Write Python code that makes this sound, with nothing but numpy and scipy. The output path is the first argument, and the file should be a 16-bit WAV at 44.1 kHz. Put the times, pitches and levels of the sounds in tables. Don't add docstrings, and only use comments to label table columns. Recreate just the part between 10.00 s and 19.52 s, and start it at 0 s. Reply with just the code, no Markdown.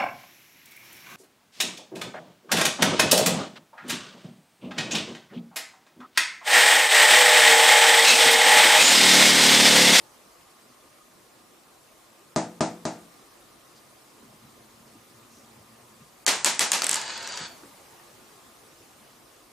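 import sys
import numpy as np
from scipy import signal
from scipy.io import wavfile
from scipy.ndimage import uniform_filter1d

SR = 44100
rng = np.random.default_rng(int(sys.argv[2]) if len(sys.argv) > 2 else 0)


def convert_level_to_amplitude(level_db):
    exponent = np.asarray(level_db, float) / 20
    return 10 ** exponent


def wrap_up_sound(samples):
    columns = np.atleast_2d(samples).T
    tamed = np.clip(columns, -1, 1)
    steps = np.round(tamed * 32767).astype(np.int16)
    wavfile.write(sys.argv[1], SR, steps)


N = 419832

# (frequency [Hz], t60 [s])
HALLWAY_DECAY = [(200, 0.44), (530, 0.41), (1390, 0.427), (3680, 0.36), (8500, 0.368), (11000, 0.2),
                 (13000, 0.26)]


def evened(x):
    return x / np.sqrt(np.mean(x ** 2) + 1e-20)


def read(points, hz):
    f, value = np.transpose(points)
    return np.interp(np.log(hz + 1), np.log(f + 1), value)


def add(mix, s, sound):
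    part = mix[..., round(s * SR):][..., :sound.shape[-1]]
    part += sound[..., :part.shape[-1]]


def causal(points, size=2048):
    hz = abs(np.fft.fftfreq(size, 1 / SR))
    log_gain = np.log(convert_level_to_amplitude(np.maximum(read(points, hz), -100)))
    taps = np.fft.ifft(np.exp(np.conj(signal.hilbert(log_gain)))).real[:size // 2]
    return taps / np.linalg.norm(taps)


def resonate(x, hz, width):
    return signal.lfilter(*signal.iirpeak(hz, hz / width, SR), x)


def noise(length, colour, same, patchy_db=0., size=512):
    hop = size // 4
    hz = np.fft.rfftfreq(size, 1 / SR)
    a, b, c, d, patches = rng.standard_normal((length // hop + 5, len(hz), 5)).T
    patches = evened(uniform_filter1d(uniform_filter1d(patches, 6, 0), 8, 1))
    like = np.clip(read(same, hz), -1, 1)[:, None]
    left = a + 1j * b
    right = like * left + np.sqrt(1 - like ** 2) * (c + 1j * d)
    z = np.array([left, right]) * convert_level_to_amplitude(read(colour, hz)[:, None] + patchy_db * patches)
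    return evened(signal.istft(z, nperseg=size, noverlap=size - hop)[1][:, :length])


def tail(colour, decay, gap_s, early_db, rise_s):
    # (frequency [Hz], left-right likeness [0-1])
    hallway_same = [(60, 0.926), (240, 1), (950, 0.87), (3770, 0.72), (15000, 0.69)]
    length = SR * 5 // 8
    hz, t, z = signal.stft(noise(length, colour, hallway_same, size=1024), SR, nperseg=512)
    t60 = np.clip(read(decay, hz), .05, 2)[:, None]
    dying = signal.istft(z * convert_level_to_amplitude(-60 * t / t60), SR, nperseg=512)[1][:, :length]
    t = np.arange(length) / SR
    opening = 1 / (1 + np.exp(-(t - gap_s) / rise_s))
    return dying * (convert_level_to_amplitude(early_db) * (1 - opening) + opening) * np.minimum(t / 0.00056, 1)


def dropouts(x, share, size=2048):
    hz, t, z = signal.stft(x, SR, nperseg=size)
    luck = rng.random((len(hz) // 5 + 1, len(t) // 2 + 1))
    luck = luck.repeat(5, 0).repeat(2, 1)[:len(hz), :len(t)]
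    likely = share * np.exp(-(np.log(hz / 7300 + 1e-9) / .33) ** 2)
    return signal.istft(z * (luck > likely[:, None]), SR, nperseg=size)[1][:, :N]


def background():
    # (time [s], level [dB])
    house = [
        (0, -57.5),
        (1.3, -59),
        (2.3, -58.5),
        (3.0, -56.5),
        (3.6, -57.5),
        (6.2, -57.5),
        (7.4, -52.5),
        (7.8, -54.5),
        (9.52, -58),
    ]
    # (frequency [Hz], level [dB])
    hum_colour = [(12, -46), (20, -8.5), (91, -10.5), (129, -3.5), (172, -9), (233, -3), (265, -3.5),
                  (347, -3.5), (653, -5.5), (1230, -6.5), (1500, -12), (1950, -91), (3300, -120)]
    # (frequency [Hz], level [dB])
    hiss_colour = [(820, -43), (1400, -7), (1600, 1), (2550, -2), (3330, -3), (4380, -3), (8590, -3.5),
                   (14000, -11), (15200, -12), (16000, -46)]
    # (frequency [Hz], width [Hz], level [dB])
    motors = [
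        (343.4, 9.4, -72.5),
        (1076, 25, -72),
        (1206, 9.5, -71),
    ]
    # (frequency [Hz], left-right likeness [0-1])
    floor_same = [(60, 0.94), (130, 0.82), (290, 0.64), (640, 0.44), (1410, 0.25), (3100, 0.38),
                  (8000, 0.6), (10000, 0.97)]
    hum_db, hiss_db = .2, -0.18
    s, db = np.transpose(house)
    level = convert_level_to_amplitude(np.interp(np.arange(N) / SR, s, db))
    hum = noise(N, hum_colour, floor_same, patchy_db=2.0, size=2048) * level * convert_level_to_amplitude(hum_db)
    hiss = noise(N, hiss_colour, floor_same, patchy_db=1.57)
    hiss = dropouts(hiss, share=.2) * level * convert_level_to_amplitude(hiss_db)
    whine = 0
    for hz, width, db in motors:
        whine = whine + convert_level_to_amplitude(db) * evened(resonate(rng.standard_normal(N), hz, width))
    return hum + hiss + whine


def cat():
    # (time [s], peak level [dB], pitch [Hz], t60 [s])
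    paws = [(0.253, -49, 210, 0.12), (0.688, -48, 240, 0.196), (0.847, -48, 304, 0.062),
            (0.919, -62, 358, 0.12), (1.239, -52, 400, 0.13), (3.218, -47, 345, 0.14),
            (4.218, -44, 234, 0.23), (4.328, -47, 191, 0.1), (4.435, -46, 221, 0.12),
            (4.797, -47, 195, 0.11), (4.939, -44, 226, 0.18), (5.201, -63, 234, 0.16),
            (5.368, -45, 237, 0.063), (5.579, -45, 132, 0.086), (6.004, -45.5, 145, 0.083),
            (7.399, -36.5, 153, 0.14), (7.628, -39, 269, 0.28), (7.78, -51, 318, 0.14),
            (8.799, -46, 346, 0.11)]
    # (time [s], peak level [dB], pitch [Hz], t60 [s])
    claws = [
        (.409, -49, 3200, .012),
        (7.633, -40, 1030, 0.034),
        (7.996, -37.5, 1050, .025),
    ]
    # (time [s], level [dB], pitch [Hz], length [s])
    rustles = [
        (0.13, -70, 6000, .12),
        (3.773, -58.5, 4800, .08),
        (5.37, -60, 5970, 0.24),
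        (9.08, -65, 2950, 0.24),
    ]
    out, t = np.zeros(N), np.arange(SR // 4) / SR
    for s, db, hz, t60 in paws + claws:
        push = rng.standard_normal(len(t)) * convert_level_to_amplitude(-60 * t / max(t60, .01)) * np.minimum(t * hz / 2.0, 1)
        thump = resonate(resonate(push, hz, 0.66 * hz), hz, 0.66 * hz)
        add(out, s, convert_level_to_amplitude(db - 3.5) * thump / abs(thump).max())
    for s, db, hz, length_s in rustles:
        fur = resonate(rng.standard_normal(round(length_s * SR)), hz, 0.22 * hz)
        add(out, s - length_s / 2, convert_level_to_amplitude(db) * evened(fur) * np.hanning(len(fur)))
    return out


def knocks():
    # (time [s], peak level [dB], tick level [dB], bright tail level [dB])
    blows = [
        (2.3614, -9, -8.5, -29.5),
        (2.6073, -8.5, -14, -29),
        (2.853, -14.5, -9, -34.5),
    ]
    # (frequency [Hz], level [dB], t60 [s])
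    panel_modes = [(123.5, -8, 0.37), (173, -6.5, 0.58), (221, -3, 0.44), (257, -9, 0.073),
                   (316.6, -1.5, 0.36), (389, 0, 0.19), (495.5, -12, 0.56), (516, -11, 0.18),
                   (609.5, 2.5, 0.21), (672.8, 0, 0.31), (725, -11, 0.29), (864.5, -4, 0.29),
                   (1020, -27, 0.21), (1208, -6, 0.11)]
    # (frequency [Hz], level [dB])
    panel_colour = [(60, -45), (110, -16.5), (220, -9.5), (400, -10), (555, -16), (660, -7.5), (880, -8.5),
                    (1050, -17), (1250, -18), (1600, -29), (2500, -80)]
    # (frequency [Hz], level [dB])
    tick_colour = [(900, -40), (1250, -3), (2100, -7), (3200, -13.5), (3900, -10), (7300, -8),
                   (9600, -15.5), (10500, -45), (16000, -90)]
    # (frequency [Hz], t60 [s])
    knock_decay = [(100, 0.33), (260, 0.55), (700, 0.34), (1840, 0.33), (4850, 0.3)]
    out, t = np.zeros((2, N)), np.arange(SR * 5 // 8) / SR
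    panel = np.zeros(len(t))
    for k, (hz, db, t60) in enumerate(panel_modes):
        panel += convert_level_to_amplitude(db - 60 * t / t60) * np.sin(2 * np.pi * hz * t) * (-1) ** k
    answer = tail(panel_colour, knock_decay, gap_s=0.0033, early_db=3, rise_s=0.0018)
    flex = -np.sin(2 * np.pi * 270 * t) * convert_level_to_amplitude(-60 * t / 0.026)
    flex -= convert_level_to_amplitude(-10) * np.sin(2 * np.pi * 720 * t) * convert_level_to_amplitude(-60 * t / 0.022)
    snap = -np.exp(-t / .0004) * np.minimum(t / .0001, 1)
    body = convert_level_to_amplitude(-5) * panel / abs(panel).max() + convert_level_to_amplitude(-16) * answer
    body = body + convert_level_to_amplitude(-3.5) * flex + convert_level_to_amplitude(-4.0) * snap
    for s, db, tick_db, bright_db in blows:
        tick = resonate(rng.standard_normal(400), 5700, 2600) * convert_level_to_amplitude(-60 * t[:400] / 0.013)
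        bright = tail(tick_colour, knock_decay, gap_s=0.0073, early_db=1.0, rise_s=.001)
        hit = convert_level_to_amplitude(db) * body + convert_level_to_amplitude(bright_db) * bright
        hit[:, :400] += convert_level_to_amplitude(db + tick_db) * tick / abs(tick).max()
        add(out, s, hit)
    return out * convert_level_to_amplitude([[.6], [-.6]])


def stairs():
    # (frequency [Hz], width [Hz], level [dB])
    boards = [
        (75, 41, -14),
        (122.5, 50, -2.5),
        (225.4, 27, 0.5),
    ]
    # (time [s], level [dB])
    treads = [
        (4.22, -64),
        (4.45, -51),
        (4.95, -59),
        (5.57, -56),
        (6.0, -72),
    ]
    start_s, end_s, climb_db = 4.15, 6.1, -59.5
    rise_s, t60_s = .03, .15
    t = np.arange(start_s, end_s, 1 / SR)
    drum = np.zeros(len(t))
    for hz, width, db in boards:
        drum += convert_level_to_amplitude(db) * evened(resonate(resonate(rng.standard_normal(len(t)), hz, width), hz, width))
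    load = convert_level_to_amplitude(climb_db)
    for s, db in treads:
        load = load + convert_level_to_amplitude(db - 60 * np.maximum(t - s, 0) / t60_s) * np.clip(1 + (t - s) / rise_s, 0, 1)
    out = np.zeros(N)
    add(out, t[0], convert_level_to_amplitude(-5.5) * load * drum * signal.windows.tukey(len(t), .1))
    return out


def click(hz, thud_db):
    # (frequency [Hz], level [dB])
    contact_colour = [(300, -34), (1000, -4), (2500, -21), (5000, -8.5), (8000, -4), (11000, -23),
                      (13000, -22), (15000, -28), (17000, -64)]
    t = np.arange(400) / SR
    ring = np.sin(2 * np.pi * hz * t) * convert_level_to_amplitude(-60 * t / 0.0024) * np.minimum(t * hz, 1)
    ring[:200] += convert_level_to_amplitude(-0.5) * causal(contact_colour)[:200]
    echoes = np.zeros(260)
    at = rng.integers(12, 260, 14)
    echoes[at] = rng.choice([-1., 1.], len(at)) * convert_level_to_amplitude(-7 - 60 * at / SR / .016)
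    echoes[[0, rng.integers(16, 34)]] = 1, .9
    thud = resonate(rng.standard_normal(len(t)), 2100, 2960) * convert_level_to_amplitude(-60 * t / 0.027)
    sound = np.convolve(ring, echoes)
    sound /= abs(sound).max()
    sound[:len(t)] += convert_level_to_amplitude(thud_db) * thud
    return sound


def marble():
    # (time [s], peak level [dB], ring [Hz], hallway share [dB])
    bounces = [(6.2636, -5.5, 7130, 6.5), (6.4448, -3, 7750, 3), (6.5925, -4.5, 7600, 3.5),
               (6.7172, -2, 7700, 0), (6.8189, -9.5, 5600, -2.5), (6.8418, -7, 8100, -16),
               (6.8659, -7.5, 8100, -9), (6.8921, -5.5, 8110, -6), (6.9121, -7.5, 8100, -4),
               (6.9292, -10.5, 7300, -8), (6.9421, -8.5, 7700, -7), (6.9561, -12.5, 7800, -17)]
    # (time [s], peak level [dB], ring [Hz])
    skips = [(6.9674, -22, 7960), (6.976, -30, 4510), (7.014, -20, 6950), (7.022, -25, 4570),
             (7.0783, -24, 4470), (7.1024, -27, 4520), (7.1765, -25, 4770), (7.2273, -28, 4700),
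             (7.2677, -30, 4620), (7.2736, -21, 6500), (7.2876, -36, 6630), (7.3216, -26.5, 6470),
             (7.339, -30, 6500), (7.3732, -20, 6200), (7.3804, -32, 6500)]
    # (frequency [Hz], level [dB])
    hallway_colour = [(59, -57), (100, -17), (204, -11.5), (246, -10), (297, -11.5), (904, -4), (1070, -5),
                      (6910, -4.5), (12400, -13.5), (15000, -61)]
    # (delay [s], level [dB])
    walls = [
        (0.0132, -12.5),
        (0.016, -13),
        (.0185, -34.5),
    ]
    skip_hall_db = -6
    clean_hz, thud_db, boom_db = 7800, -9, -.5
    dull_thud_db, dull_boom_db = 2.5, 4
    out = np.zeros((2, N))
    answers = [tail(hallway_colour, HALLWAY_DECAY, gap_s=0.013, early_db=-11, rise_s=0.0014)
               for _ in range(4)]
    lows = [signal.lfilter(*signal.butter(1, 2200, fs=SR), a) for a in answers]
    landings = bounces + [(*skip, skip_hall_db) for skip in skips]
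    for k, (s, db, hz, hall_db) in enumerate(landings):
        turn = k % len(answers)
        dull = np.clip((clean_hz - hz) / 1000, 0, 1.5)
        hit = convert_level_to_amplitude(db) * click(hz, thud_db + dull_thud_db * dull)
        boom = convert_level_to_amplitude(boom_db + dull_boom_db * dull) - 1
        add(out, s + 0.000993, hit * convert_level_to_amplitude([[.4], [-.4]]))
        add(out, s + 0.001001, convert_level_to_amplitude(db + hall_db - 16.0) * (answers[turn] + boom * lows[turn]))
        for delay, wall_db in walls:
            add(out, s + 0.00091 + delay, convert_level_to_amplitude(wall_db + hall_db) * hit)
    return out


def glide(x, hz, width):
    turn = np.exp(2j * np.pi * np.cumsum(hz) / SR)
    r = np.exp(-np.pi * width / SR)
    return 2 * (turn * signal.lfilter([1 - r], [1, -r], x / turn)).real


def rolling():
    # (frequency [Hz], level [dB])
    rattle_colour = [(88, -38), (150, -11.5), (675, -5), (781, -10), (856, -2.5), (3920, -4), (4630, -7),
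                     (8020, -10.5), (12000, -69), (15600, -63), (22000, -120)]
    # (frequency [Hz], width [Hz], level [dB])
    floor_rings = [
        (881, 180, -6),
        (1620, 270, -6.5),
        (3480, 250, -13),
        (4560, 160, 9),
        (6630, 420, -1),
        (7700, 530, -15),
    ]
    start_s, stop_s, start_db, slowing_db_per_s = 6.95, 7.452, -34.5, -5.5
    bump_db, bump_s, release_s, release_db = 7.5, 0.0083, 0.025, -23
    drift_share, drift_hz = .018, 3.2
    grain_db, grain_s = 1.8, .012
    t = np.arange(start_s, stop_s + release_s, 1 / SR)
    db = start_db + slowing_db_per_s * (t - t[0])
    db += bump_db * np.clip(1 + (t - stop_s) / bump_s, 0, 1)
    db += release_db * np.maximum(t - stop_s, 0) / release_s
    db += grain_db * evened(uniform_filter1d(rng.standard_normal(len(t)), round(grain_s * SR)))
    drift = 1 + drift_share * np.sin(2 * np.pi * drift_hz * (t - t[0]))
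    struck = rng.random(len(t)) < 8000 / SR
    force = np.minimum(rng.exponential(1, len(t)), 4)
    grit = rng.choice([-1., 1.], len(t)) * struck * convert_level_to_amplitude(2.2 * force)
    rings = sum(convert_level_to_amplitude(ring_db) * glide(grit, hz * drift, width) for hz, width, ring_db in floor_rings)
    grit = grit + convert_level_to_amplitude(7) * rings
    drive = evened(np.convolve(grit, causal(rattle_colour))[:len(t)]) * convert_level_to_amplitude(db)
    out = np.zeros((2, N))
    add(out, t[0], convert_level_to_amplitude(-5) * drive)
    travel = (t - t[0]) / (t[-1] - t[0])
    for k in range(3):
        near = np.cos(np.pi / 2 * np.clip(2 * travel - k, -1, 1))
        answer = tail([(100, -0.87), (16000, -1.8)], HALLWAY_DECAY, gap_s=0.0088, early_db=8.5, rise_s=0.0013)
        answer = answer / np.linalg.norm(answer[0])
        add(out, t[0], convert_level_to_amplitude(-3.0) * signal.fftconvolve((drive * near)[None], answer, axes=1))
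    return out


def scene():
    glass_cut = signal.butter(2, 150, "high", fs=SR, output="sos")
    wood_band = signal.butter(3, [85, 9500], "band", fs=SR, output="sos")
    glass = signal.sosfilt(glass_cut, marble() + rolling())
    wood = signal.sosfilt(wood_band, knocks())
    return background() + cat() + wood + stairs() + glass


def thin_treble(x, size, swing_db, attack_db):
    # (frequency [Hz], level [dB])
    threshold = [(8000, -40), (9500, -22), (10500, -17), (13000, -17.5), (14500, -20), (16000, -26)]
    hz, t, z = signal.stft(x, SR, nperseg=size)
    power = (abs(z) ** 2).mean(0)
    band = uniform_filter1d(power, 7, 0)[::7].repeat(7, 0)[:len(hz)]
    treble = power[(hz > 1500) & (hz < 9000)].mean(0)
    waver_db = swing_db * evened(uniform_filter1d(rng.standard_normal(len(t)), 5))
    keep = band > treble * convert_level_to_amplitude(read(threshold, hz)[:, None] + waver_db) ** 2
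    keep |= treble > np.roll(treble, 2) * convert_level_to_amplitude(attack_db) ** 2
    hush = np.roll(treble, -2) > treble * convert_level_to_amplitude(30) ** 2
    keep &= ~(hush & (hz > 2500)[:, None])
    return signal.istft(z * keep, SR, nperseg=size)[1][:, :N]


def roll_off(x):
    return signal.sosfilt(signal.butter(12, 16820, fs=SR, output="sos"), x)


def record(dry):
    heard = signal.sosfilt(signal.butter(2, 45, "high", fs=SR, output="sos"), dry)
    heard = signal.sosfilt(signal.butter(12, 15500, fs=SR, output="sos"), heard)
    thinned = thin_treble(heard, size=512, swing_db=2.5, attack_db=13)
    return roll_off(thinned)


dry = scene()
out = record(dry)
wrap_up_sound(out)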